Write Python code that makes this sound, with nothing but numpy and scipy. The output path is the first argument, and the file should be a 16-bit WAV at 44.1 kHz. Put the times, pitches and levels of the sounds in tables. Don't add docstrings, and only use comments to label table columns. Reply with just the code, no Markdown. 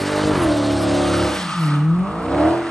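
import sys
import numpy as np
from scipy import signal
from scipy.fft import rfft, irfft, next_fast_len
from scipy.io import wavfile
from scipy.ndimage import uniform_filter1d, map_coordinates

SR = 44100
rng = np.random.default_rng(int(sys.argv[2]) if len(sys.argv) > 2 else 0)


def dump_mix(stems):
    frames = np.atleast_2d(stems).T
    limited = np.clip(frames, -1, 1)
    pcm = np.round(limited * 32767).astype(np.int16)
    wavfile.write(sys.argv[1], SR, pcm)


def volts_from_decibels(level):
    exponent = np.asarray(level, float) / 20
    return 10 ** exponent


N = 119070

# (time [s], rate [Hz])
CYCLE_RATE = [(0, 48.6), (.3, 51.6), (.49, 37.9), (.56, 36.7), (.75, 35.7), (1.22, 35.3), (1.33, 33.6),
              (1.44, 29.4), (1.58, 21.4), (1.68, 18.5), (1.8, 18.3), (1.97, 21.9), (2.12, 26.2),
              (2.24, 30.4), (2.36, 35.6), (2.53, 42.3), (2.61, 42.7), (2.7, 41)]
# (time [s], firing [dB], lope under load [dB], bank beat [dB], low throb [dB], tilt [dB/octave])
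ENGINE_LEVELS = [(0, -22.5, -33.5, -31, -31, -2), (.13, -22, -28.5, -29.5, -34, -3),
                 (.28, -21.5, -26, -21, -27.5, -11), (.42, -16, -30.5, -29, -27.5, -0.5),
                 (.55, -21, -31, -36, -30, 2.2), (.64, -24.5, -32, -27, -32, 2.5),
                 (.75, -27.5, -28.5, -35, -30.5, -1), (1.0, -21.5, -28, -32.5, -32.5, 1.1),
                 (1.25, -25, -24, -34, -28, -8.5), (1.36, -58, -39.5, -34.5, -40.5, 4),
                 (1.46, -49, -51, -28, -52, -12.5), (1.6, -16.5, -49, -42, -55, -5.5),
                 (1.72, -14, -37, -55, -61, -1.5), (1.92, -13, -44, -42, -46, -6),
                 (2.0, -17.5, -40, -32, -41, -1.5), (2.06, -22, -51, -41, -47, 4.5),
                 (2.12, -30, -44.5, -35, -39.5, 4), (2.2, -37, -41.5, -31, -47, 5.5),
                 (2.27, -23.5, -35, -43, -37, -0.5), (2.36, -22, -27, -52, -33.5, -1),
                 (2.46, -15.5, -31, -29, -30, 2.5), (2.57, -21, -32.5, -36.5, -34, -6),
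                 (2.7, -30, -39, -32, -48, -19)]
# (order of the cycle [-], level [dB], extra at top revs [dB])
ORDER_LEVELS = [(1, -19.5, 3), (2, -2.5, 0), (3, 2.5, -1.5), (4, -9.5, 9), (5, -2, 3.5), (6, 1, -1),
                (7, -4, -2.5), (8, -0.5, -2), (9, 1.5, 3.5), (10, 3.5, -9), (11, -5, 2), (12, -5.5, 4),
                (13, -13, -2.5), (14, -3.5, -5), (15, 1, -9.5), (16, -13, -4.5), (17, -4.5, -4),
                (18, -1, -3), (19, -15, 0), (20, -28, -3), (21, -9.5, -15), (22, -9, 3), (23, -6, -5),
                (24, -23, -5), (32, -28.5, 3), (40, -31, 0)]
# (time [s], level [dB])
SHAFT_BEAT = [
    (0, 4.5),
    (.5, 1.5),
    (.55, -10),
    (.65, -11),
    (.74, 0.5),
    (2.52, 2),
    (2.6, -12),
    (2.7, -2),
]
# (centre [Hz], width [Hz], gain [dB])
PIPE_FIRST = [(86, 72, -2.5), (179, 75, -4.5), (291.3, 60, -1), (480, 52, -3.5), (604, 81, -1.5),
              (740, 25, -9), (970, 140, -13), (1190, 420, -22.5)]
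# (centre [Hz], width [Hz], gain [dB])
PIPE_SWUNG = [(82.5, 73, -3.5), (173, 58, -2.5), (312.4, 61, -1), (466, 25, 3.5), (604, 46, 2.5),
              (708, 84, 3), (926, 170, -6), (1180, 670, -22)]
# (frequency [Hz], density [dB/Hz])
RASP_COLOUR = [(30, -21), (80, 11), (300, 7), (700, 5), (1500, -28), (3000, -35)]
# (frequency [Hz], density [dB/Hz])
ROAR_COLOUR = [(200, -45), (450, -16.5), (650, -3), (900, 3.5), (1600, -1), (2600, -10.5), (5000, -33),
               (10000, -24)]
# (frequency [Hz], density [dB/Hz])
LOW_ROAR_COLOUR = [(250, -35), (420, -5.5), (650, -7), (900, -7), (1500, -35)]
# (frequency [Hz], density [dB/Hz])
CRACK_COLOUR = [(200, -33), (600, -8), (1200, 0), (2200, -2), (4000, -14), (8000, -40)]
# (time [s], peak [dB])
BIG_SNAPS = [
    (0.2827, -21),
    (0.356, -12),
    (0.432, -19),
    (1.1128, -24),
    (2.356, -20),
    (2.4084, -17),
    (2.437, -20),
    (2.509, -16),
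]
# (time [s], exhaust roar [dB], tyre hiss [dB], squeal [dB], hiss spread across ports [dB])
ROAR_AND_TYRES = [(0.0, -30.5, -29.5, -39, -20), (0.43, -26.5, -33, -31.5, -25.5),
                  (0.53, -36.5, -33.5, -43, -28), (0.76, -38.5, -31, -35, -31.5),
                  (1.01, -45.5, -29.5, -32.5, -25.5), (1.1, -34, -28.5, -24.5, -15.5),
                  (1.42, -28.5, -29.5, -41, -7), (1.47, -33.5, -32.5, -22.5, -6.5),
                  (1.62, -34, -36.5, -28, -5), (1.67, -32, -35, -32.5, -4), (1.75, -34, -42.5, -25, -1),
                  (1.82, -39.5, -53.5, -33.5, 2), (1.91, -43, -53.5, -29.5, 0), (2.01, -38, -56, -32, 2.5),
                  (2.06, -36.5, -53, -26, 2), (2.13, -38.5, -52, -31.5, -0.5),
                  (2.47, -29.5, -42.5, -32, 0.5), (2.62, -33.5, -47, -49, 0), (2.67, -32.5, -40.5, -19, -5),
                  (2.7, -34, -46, -42.5, 4)]
# (frequency [Hz], density [dB/Hz])
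HISS_COLOUR = [(880, -36), (1500, 1.5), (1630, -4), (2600, -7), (2860, -4.5), (4280, -5.5), (7040, -16),
               (8750, -11.5), (9600, -16), (12500, -1.5), (21100, -120)]
# (frequency [Hz], density [dB/Hz])
HISS_SPREAD_COLOUR = [(1200, -50), (2000, -7.5), (2900, 2), (4900, -4.5), (6300, -19), (7600, -11),
                      (8400, -15), (9500, -49)]
# (frequency [Hz], density [dB/Hz])
TOP_SPREAD_COLOUR = [(8500, -49), (9000, -31), (9500, -3), (10800, -6), (11300, -18), (11700, -53)]
# (frequency [Hz], t60 [s])
STREET_T60 = [(100, 0.1), (1000, 0.7), (8000, 0.55)]
# (time [s], level [dB])
WIND_LEVEL = [
    (0.0, -43),
    (0.07, -58),
    (0.19, -46),
    (0.47, -36),
    (0.61, -63),
    (0.77, -49),
    (1.56, -64),
    (2.1, -51),
    (2.7, -61),
]
# (frequency [Hz], density [dB/Hz])
WIND_COLOUR = [(15, -22), (30, -15), (52, -2.5), (75, -4), (120, -52)]
# (frequency [Hz], left over right [dB])
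PORT_BALANCE = [(60, 1), (200, .7), (400, .8), (600, -6), (800, -3), (1100, -1), (1900, 0), (11000, 0)]
# (frequency [Hz], gain [dB])
MID_GAP_GAIN = [(9500, 0), (9750, -60), (11500, -60)]
# (time [s], length [s], level [dB])
TOP_BLIPS = [(0.109, 0.16, -53), (0.311, 0.11, -52.5), (0.495, 0.2, -61), (0.846, 0.047, -60),
             (0.94, 0.056, -62), (1.01, 0.134, -58), (1.25, 0.14, -57), (1.645, 0.05, -53.5),
             (1.71, 0.046, -68), (2.211, 0.036, -69), (2.478, 0.17, -64)]
# (frequency [Hz], density [dB/Hz])
BLIP_COLOUR = [(10700, -70), (10850, 0), (11500, -3), (11650, -70)]


def exhaust():
    cycle_hz, = curves(CYCLE_RATE)
    lope_db = curves(ENGINE_LEVELS)[1]
    start_turns = -0.71
    phase_rad = 2 * np.pi * (np.cumsum(cycle_hz) / SR + start_turns)
    puffs = 1 + 0.16 * (np.cos(phase_rad) + 0.5 * np.cos(2 * phase_rad + 1) + 0.64 * np.cos(3 * phase_rad + 2))

    rasp = volts_from_decibels(lope_db - 6) * unit(puffs * rush(RASP_COLOUR, patches(patchy_db=4.5)))
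    source = engine_orders(cycle_hz, phase_rad) + rasp
    swung = np.interp(np.arange(N) / SR, (1.9, 2.04), (0, 1))
    piped = (1 - swung) * filtered(source, pipe_gain(PIPE_FIRST)) + swung * filtered(source, pipe_gain(PIPE_SWUNG))

    roar_db = curves(ROAR_AND_TYRES)[0] - 0.5
    roar = volts_from_decibels(roar_db) * unit(puffs * rush(ROAR_COLOUR, patches(patchy_db=2.0)))
    roar += volts_from_decibels(lope_db - 7) * unit(puffs * rush(LOW_ROAR_COLOUR, patches(patchy_db=0.5)))
    return piped + roar + cracks(lope_db - 13)


def engine_orders(cycle_hz, phase_rad):
    firing_db, lope_db, bank_db, throb_db, tilt_db = curves(ENGINE_LEVELS)
    shaft_db, = curves(SHAFT_BEAT)
    pattern = {k: row for k, *row in ORDER_LEVELS}
    top_revs = np.interp(cycle_hz, (42.5, 48), (0, 1))
    spread_turns, drift_db, drift_rad = -0.014, 1.3, 0.2
    tone = np.zeros(N)
    for k in range(1, 41):
        if k % 8 == 0:
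            group_db = firing_db
        elif k in (6, 7, 12):
            group_db = bank_db
        elif k <= 5:
            group_db = throb_db
        else:
            group_db = lope_db
        usual_db, top_db = pattern.get(k, (-13.5, 0))
        db = group_db + tilt_db * max(np.log2(k / 8), 0) + usual_db + top_revs * top_db
        if k == 2:
            db = db + shaft_db
        if k % 8 > 0:
            db = db + drift_db * wobble(8)
        offset_rad = 2 * np.pi * spread_turns * k * k + np.pi / 2 * (k % 2) * (1 - top_revs)
        tone += np.sqrt(2) * volts_from_decibels(db) * np.sin(k * phase_rad + offset_rad + drift_rad * wobble(14))
    return tone


def pipe_gain(pipe):
    def gain(f):
        modes = sum(volts_from_decibels(db) * 1j * f * w / (c * c - f * f + 1j * f * w) for c, w, db in pipe)
        return abs(0.09 + modes)
    return gain


def cracks(db):
    cracks_per_s = 170
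    hits = (rng.random(N) < cracks_per_s / SR) * np.sqrt(rng.exponential(size=N))
    crackle = volts_from_decibels(db) * rush(CRACK_COLOUR, hits)
    big = np.zeros(N)
    for s, peak_db in BIG_SNAPS:
        big[round(s * SR)] = volts_from_decibels(peak_db)

    def snap(hz):
        return volts_from_decibels(along(CRACK_COLOUR, hz))
    snap_peak = filtered(np.arange(N) == 0, snap)[0]
    return crackle + filtered(big, snap) / snap_peak


def tyres():
    _, hiss_db, squeal_db, spread_db = curves(ROAR_AND_TYRES)
    flutter = volts_from_decibels(hiss_db + 0.57 * wobble(11.5) + 1.07 * wobble(41.72))
    white, other = patches(patchy_db=1.5), patches(patchy_db=7.5)
    squeals = sum(squeal(hz) for hz in (1170.6, 1269))
    centre = flutter * rush(HISS_COLOUR, white) + volts_from_decibels(squeal_db - 8) * squeals
    lag_share = 0.93
    lagging = rush(HISS_SPREAD_COLOUR, lag_share * white + (1 - lag_share) * other, turn=1j)
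    spread = flutter * (volts_from_decibels(spread_db) * lagging + volts_from_decibels(-10) * rush(TOP_SPREAD_COLOUR, other))
    return centre, spread


def squeal(hz):
    width_hz, wander_hz = 95, 29.53
    stick = filtered(rng.standard_normal((2, N)), lambda f: 1 / (1 + (f / width_hz) ** 2))
    phase_rad = 2 * np.pi * np.cumsum(hz + wander_hz * wobble(18)) / SR
    return volts_from_decibels(4.4 * wobble(10.85)) * unit(stick[0] * np.cos(phase_rad) + stick[1] * np.sin(phase_rad))


def street(x):
    hz, t, z = signal.stft(rng.standard_normal((2, SR // 2)), SR, nperseg=256)
    apart_hz = 1300
    z[1] *= 0.32 / (1 + (hz[:, None] / apart_hz) ** 4)
    decay = volts_from_decibels(-60 * t / along(STREET_T60, hz)[:, None])
    both, apart = signal.istft(z * decay, SR, nperseg=256)[1]
    tail = np.array([both + apart, both - apart]) / np.linalg.norm(both)
    delayed = np.pad(x, (1500, 0))[None]
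    return signal.fftconvolve(delayed, tail, axes=1)[:, :N]


def wind():
    return volts_from_decibels(curves(WIND_LEVEL)[0] + 2.2 * wobble(14)) * rush(WIND_COLOUR, rng.standard_normal(N))


def unit(x):
    return x / np.sqrt(np.mean(x ** 2) + 1e-20)


def along(points, hz):
    f, v = np.transpose(points)
    return np.interp(np.log(hz + 1), np.log(f + 1), v)


def curves(rows):
    s, *cols = np.transpose(rows)
    t = np.arange(N) / SR
    return [uniform_filter1d(np.interp(t, s, c), size=1301) for c in cols]


def wobble(rate_hz):
    return map_coordinates(rng.standard_normal(400), [np.arange(N) * rate_hz / SR])


def filtered(x, response):
    m = next_fast_len(N + SR // 2)
    return irfft(rfft(x, m) * response(np.fft.rfftfreq(m, 1 / SR)), m)[..., :N]


def rush(colour, white, turn=1):
    return unit(filtered(white, lambda hz: turn * volts_from_decibels(along(colour, hz))))


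def patches(patchy_db):
    z = signal.stft(rng.standard_normal(N), nperseg=512)[2]
    field = uniform_filter1d(rng.standard_normal(z.shape), size=7, axis=0)
    field = uniform_filter1d(field, size=9, axis=1)
    return signal.istft(z * volts_from_decibels(patchy_db * unit(field)), nperseg=512)[1][:N]


def scene():
    centre, spread = tyres()
    car = exhaust() + centre
    half = np.array([[0.5], [-0.5]])
    near = filtered(car, lambda hz: volts_from_decibels(along(PORT_BALANCE, hz) * half))
    return near + volts_from_decibels(-7.5) * street(car) + wind() + spread * np.array([[1], [-1]])


def low_pass(x):
    return signal.sosfilt(signal.butter(12, 11710, fs=SR, output="sos"), x)


def record(dry):
    mid, side = (dry[0] + dry[1]) / 2, (dry[0] - dry[1]) / 2
    t = np.arange(N) / SR
    gate = sum(volts_from_decibels(db) * (t > s) * (t < s + length_s) for s, length_s, db in TOP_BLIPS)
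    gate = gate * (wobble(30) > -0.6)
    blips = uniform_filter1d(gate, size=601) * rush(BLIP_COLOUR, patches(patchy_db=6))
    mid = filtered(mid, lambda hz: volts_from_decibels(along(MID_GAP_GAIN, hz))) + blips
    return low_pass(np.array([mid + side, mid - side]))


dry = scene()
out = record(dry)
dump_mix(out)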